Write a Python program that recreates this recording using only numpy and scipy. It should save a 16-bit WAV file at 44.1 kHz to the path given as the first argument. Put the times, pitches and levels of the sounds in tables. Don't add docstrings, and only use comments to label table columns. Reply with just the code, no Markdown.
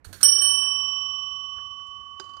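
import sys
import numpy as np
from scipy import signal
from scipy.fft import rfft, irfft, next_fast_len
from scipy.io import wavfile

SR = 44100
rng = np.random.default_rng(int(sys.argv[2]) if len(sys.argv) > 2 else 0)


def invert_db(x):
    u = np.asarray(x, float) / 20
    return 10 ** u


def generate_wav(sig):
    pcm = np.round(np.clip(np.atleast_2d(sig).T, -1, 1) * 32767).astype(np.int16)
    wavfile.write(sys.argv[1], SR, pcm)


N = 105840

# (frequency [Hz], level [dB])
HUM_COLOUR = [(25, -9.5), (40, -3), (80, -3), (160, -14), (500, -21), (2200, -30.5), (3400, -48),
              (15900, -66.5)]
# (time [s], level [dB])
RUSTLE = [
    (1.3, -87),
    (1.6, -73),
    (2.1, -70.5),
    (2.2, -70.5),
    (2.4, -79.5),
]
# (time [s], level [dB])
SLEEVE_TICKS = [
    (1.822, -64),
    (1.870, -54.5),
    (1.885, -64.5),
]
SLEEVE_COLOUR = [(200, -20), (2000, -1.5), (4000, -5), (6500, 4), (9000, -4), (15900, -31.5)]
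# (time [s], level [dB])
STEPS = [(.378, -38), (.483, -44), (.512, -37.5), (.621, -37), (.645, -42.5), (1.1125, -55.5),
         (1.459, -67.5), (1.564, -48), (1.584, -41), (1.797, -52.5), (2.013, -54.5), (2.064, -58)]
# (frequency [Hz], level [dB])
STEP_COLOUR = [(150, -10.5), (400, -2), (900, 6), (1600, 10.5), (2400, -8.5), (3200, -28.5), (6500, -49),
               (15900, -62.5)]
# (time [s], level [dB])
RUMBLES = [
    (.06, -35),
    (.09, -31),
    (.14, -35.5),
    (.24, -25),
    (.44, -35.5),
    (.52, -35.5),
    (.6, -41.5),
    (1.5, -53),
    (2.2, -40),
]
# (frequency [Hz], level [dB])
RUMBLE_COLOUR = [(40, -7.5), (90, -2.5), (200, 0.5), (400, -6), (900, -15), (2500, -28), (4000, -59),
                 (15900, -94.5)]
# (time [s], level [dB])
THUMPS = [
    (.064, -23.5),
    (.255, -31),
    (.47, -35.5),
    (1.56, -36),
]
# (frequency [Hz], level [dB], 60 dB decay [s])
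TABLE_MODES = [(92.6, 9.5, .45), (140, -10, .3), (215, -10, .3), (374, -10.5, .2)]
# (time [s], level [dB])
TREAT = [
    (2.178, -66),
    (2.1975, -31),
    (2.211, -58),
    (2.240, -50.5),
    (2.293, -51.5),
    (2.336, -51.5),
    (2.368, -45.5),
    (2.398, -51),
]
# (frequency [Hz], level [dB])
TREAT_COLOUR = [(150, -17), (400, 6), (1500, 12), (2300, -4), (4800, 2), (7000, 5), (9000, -10),
                (15900, -20.5)]
# (frequency [Hz], level [dB], 60 dB decay [s])
PLATE_MODES = [(382, -22.5, 0.09), (920, -28, 0.045), (1560, -16.5, 0.013), (4886, -10.5, 0.026),
               (6340, -21, 0.03)]
# (time [s], level [dB])
PLUNGER = [
    (.045, -39.5),
    (.049, -37),
    (.1285, -28),
    (.141, -41),
    (.2075, -34),
    (.211, -32),
    (.228, -21.5),
    (.420, -27.5),
]
# (frequency [Hz], level [dB])
PLUNGER_COLOUR = [(150, -7.5), (900, -20), (1500, 5.5), (2500, -9), (4300, -6), (6500, -5.5), (10000, -4.5),
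                  (15900, -8)]
# (frequency [Hz], level [dB], 60 dB decay [s])
BASE_MODES = [(1350, -32.5, 0.014), (1740, -23, 0.013), (4155, -37, 0.044), (4430, -23, .05),
              (6500, -30, 0.0095), (6900, -30.5, .02), (9400, -17.5, 0.012)]
# (time [s], level [dB])
RATTLE = [
    (.395, -65.5),
    (.42, -27.5),
    (.46, -26.5),
    (.52, -42.5),
    (.6, -63.5),
    (.68, -79.5),
]
# (frequency [Hz], level [dB])
RATTLE_COLOUR = [(1000, -16.5), (3500, -13.5), (4300, -30.5), (5200, -3), (7200, -37), (9800, 11),
                 (11300, -32), (14500, -12.5)]
# (time [s], level [dB])
CRACKS = [
    (.2306, -2),
    (.2325, -13.5),
    (.2385, -11.5),
    (.243, -16.5),
    (.252, -14.5),
    (.262, -18.5),
    (.412, -19.5),
]
# (frequency [Hz], level [dB])
CRACK_COLOUR = [(200, -38), (1400, -19.5), (2200, -30), (7000, -24.5), (8500, 5), (10300, -8), (11500, -13),
                (13300, -7.5), (15900, -15)]
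# (frequency [Hz], level [dB], 60 dB decay [s])
STEM_MODES = [(6557, -42, .12), (8010, -38, .05), (8290, -36, .08), (8620, -30, .08), (9310, -36, .1),
              (9964, -36, .15), (10600, -38, .1), (13225, -32, .06)]
BLOWS_S = [
    .2306,
    .411,
]
DOME_HZ = [1123.15, 1710.3, 3020.1, 4886, 5610.4, 6920, 8785.6, 9510, 10600, 10820, 12685.5, 13190, 13410,
           880]
# (60 dB decay [s], level at first blow [dB], level at second blow [dB])
DOME_RINGS = [(46, -46, -36.5), (2.06, -47, -51.5), (6.13, -24.5, -16), (.5, -35.5, -39), (2.2, -10.5, -16),
              (5.1, -58, -61), (0.5967, -6.5, -8), (2.3, -50, -50.5), (6.1, -78, -69), (3.5, -81.5, -71.5),
              (0.55, -28, -30), (.4, -36, -40), (2.2, -59.5, -62.5), (3, -66, -60)]
# (partial [Hz], split [Hz], in step after first blow [s], in step after second blow [s])
TWIN_BEATS = [(1123.15, 38.9, .075, .139), (3020.1, 23.3, .105, .094), (5610.4, 29.4, .0295, .037),
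              (6920, 24, 0, 0), (9510, 30, 0, 0), (13410, 30, 0, 0)]
# (60 dB decay [s], level at first blow [dB], level at second blow [dB])
TWIN_RINGS = [(30, -42, -43.5), (4.7, -27, -28), (1.85, -13.5, -22), (4.3, -78, -86), (2.15, -57, -58.5),
              (2, -63.5, -77)]
SWELL_S = [.01, 0.036]
SWELL_SHARE = [0, 0.51]
# (time [s], depth [dB])
FLUTTER = [(0, -38.5), (1.4, -29), (1.7, -18.5), (2.4, -15)]


def colour(x, points):
    hz, db = np.transpose(points)
    size = next_fast_len(N + 4096)
    grid_hz = np.maximum(np.arange(size // 2 + 1) * SR / size, 1)
    gain = invert_db(np.interp(np.log(grid_hz), np.log(hz), db, left=-60))
    return irfft(rfft(x, size) * gain, size)[:N]


def curve(rows):
    s, db = np.transpose(rows)
    return invert_db(np.interp(np.arange(N) / SR, s, db, left=-200, right=-200))


def clicks(rows):
    s, db = np.transpose(rows)
    out = np.zeros(N)
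    out[(s * SR).astype(int)] = invert_db(db)
    return out


def fade(x, t60):
    return signal.lfilter([1], [1, -invert_db(-60 / (t60 * SR))], x + 1e-18)


def modes(x, table):
    out = 0
    for hz, db, t60 in table:
        radius = invert_db(-60 / (t60 * SR))
        angle = 2 * np.pi * hz / SR
        feedback = [1, -2 * radius * np.cos(angle), radius * radius]
        out = out + signal.lfilter([0, invert_db(db) * np.sin(angle)], feedback, x)
    return out


def knock(rows, points, snap_s, tail_db, tail_s, body=(), body_db=0):
    wall_cut_hz = 15000
    hit = clicks(rows)
    snap = rng.standard_normal(N) * fade(hit, snap_s)
    echo = rng.standard_normal(N) * invert_db(tail_db) * fade(hit, tail_s)
    dull = np.exp(-2 * np.pi * wall_cut_hz / SR)
    tail = signal.lfilter([1 - dull], [1, -dull], echo)
    ring = modes(snap + 0.3 * tail, body)
    return colour(snap + tail, points) + invert_db(body_db) * ring


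def house_hum():
    level_db, flicker_db, flicker_per_s = -56.5, 1.2, 12
    hum = colour(rng.standard_normal(N), HUM_COLOUR)
    flicker = np.interp(np.arange(N) / SR * flicker_per_s, np.arange(40), rng.standard_normal(40))
    return invert_db(level_db + flicker_db * flicker) * hum / hum.std()


def sleeve():
    hiss = colour(rng.standard_normal(N) * curve(RUSTLE), SLEEVE_COLOUR)
    return hiss + knock(SLEEVE_TICKS, SLEEVE_COLOUR, snap_s=0.044, tail_db=-13.5, tail_s=0.27)


def paw_steps():
    return knock(STEPS, STEP_COLOUR, snap_s=0.05, tail_db=-11.5, tail_s=0.35)


def table_rumble():
    return knock(RUMBLES, RUMBLE_COLOUR, snap_s=0.19, tail_db=-4.5, tail_s=0.67)


def table_thumps():
    push_s = 0.0057
    r = np.exp(-1 / (push_s * SR))
    push = signal.lfilter([(1 - r) ** 2], [1, -2 * r, r * r], clicks(THUMPS) + 1e-18)
    return modes(push, TABLE_MODES)


def treat_on_plate():
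    return knock(TREAT, TREAT_COLOUR, snap_s=0.036, tail_db=-21.5, tail_s=0.51,
                 body=PLATE_MODES, body_db=-5)


def plunger():
    return knock(PLUNGER, PLUNGER_COLOUR, snap_s=0.058, tail_db=-11, tail_s=0.52,
                 body=BASE_MODES, body_db=-6)


def plunger_rattle():
    contacts_per_s = 1500
    touching = rng.random(N) < contacts_per_s / SR
    ticks = touching * rng.standard_normal(N) * curve(RATTLE)
    return invert_db(2.5) * modes(ticks + 1e-18, BASE_MODES) + invert_db(16) * colour(ticks, RATTLE_COLOUR)


def clapper():
    return knock(CRACKS, CRACK_COLOUR, snap_s=0.021, tail_db=-8, tail_s=0.17,
                 body=STEM_MODES, body_db=-5)


def flutter():
    low_pass = signal.butter(2, 31.8, fs=SR, output="sos")
    waver = signal.sosfilt(low_pass, rng.standard_normal(N))
    return 1 + curve(FLUTTER) * waver / waver.std()


def dome():
    handover_s = 0.012
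    paw_loss = 0.5
    late_loss = 2
    swell_full_hz = 8340
    t = np.arange(N) / SR
    partials = [(hz, 0, 0, 0, *ring) for hz, ring in zip(DOME_HZ, DOME_RINGS)]
    twins = [(*beat, *ring) for beat, ring in zip(TWIN_BEATS, TWIN_RINGS)]
    hz, split, crest_a, crest_b, t60, db_a, db_b = np.array(partials + twins).T[:, :, None]
    main_note = abs(hz - DOME_HZ[2]) < 1
    handover = np.clip((t - BLOWS_S[1]) / handover_s, 0, 1)
    blows = [(db_a, crest_a, 1 - handover, paw_loss), (db_b, crest_b, handover, 0)]
    out = 0
    for k, (db, crest, gate, damping) in enumerate(blows):
        age = np.maximum(t - BLOWS_S[k], 0)
        loss_db = 60 * age / t60 + damping * hz / 1000 * age + late_loss * age ** 2 * main_note
        phase = 2 * np.pi * (hz * age + split * (age - crest))
        held_back = np.minimum(SWELL_SHARE[k] * hz / swell_full_hz, 0.95)
        swell = 1 - held_back * np.exp(-age / SWELL_S[k])
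        ring = invert_db(db - loss_db) * np.sin(phase) * swell
        out = out + gate * (age > 0) * np.sum(ring, axis=0)
    return out


def scene():
    background = house_hum() + sleeve() + paw_steps() + table_rumble() + table_thumps()
    contacts = treat_on_plate() + plunger() + plunger_rattle() + clapper()
    right = background + contacts + dome() * flutter()
    return np.array([np.zeros(N), right])


def band_limit(x):
    return signal.sosfilt(signal.butter(12, 15980, fs=SR, output="sos"), x)


def record(dry):
    low_cut = signal.butter(4, 36, "highpass", fs=SR, output="sos")
    high_cut = signal.cheby2(8, 50, 16600, fs=SR, output="sos")
    heard = signal.sosfilt(np.vstack([low_cut, high_cut]), dry)
    mix = np.clip(heard, -1.0, 1.0)
    return band_limit(mix)


dry = scene()
out = record(dry)
generate_wav(out)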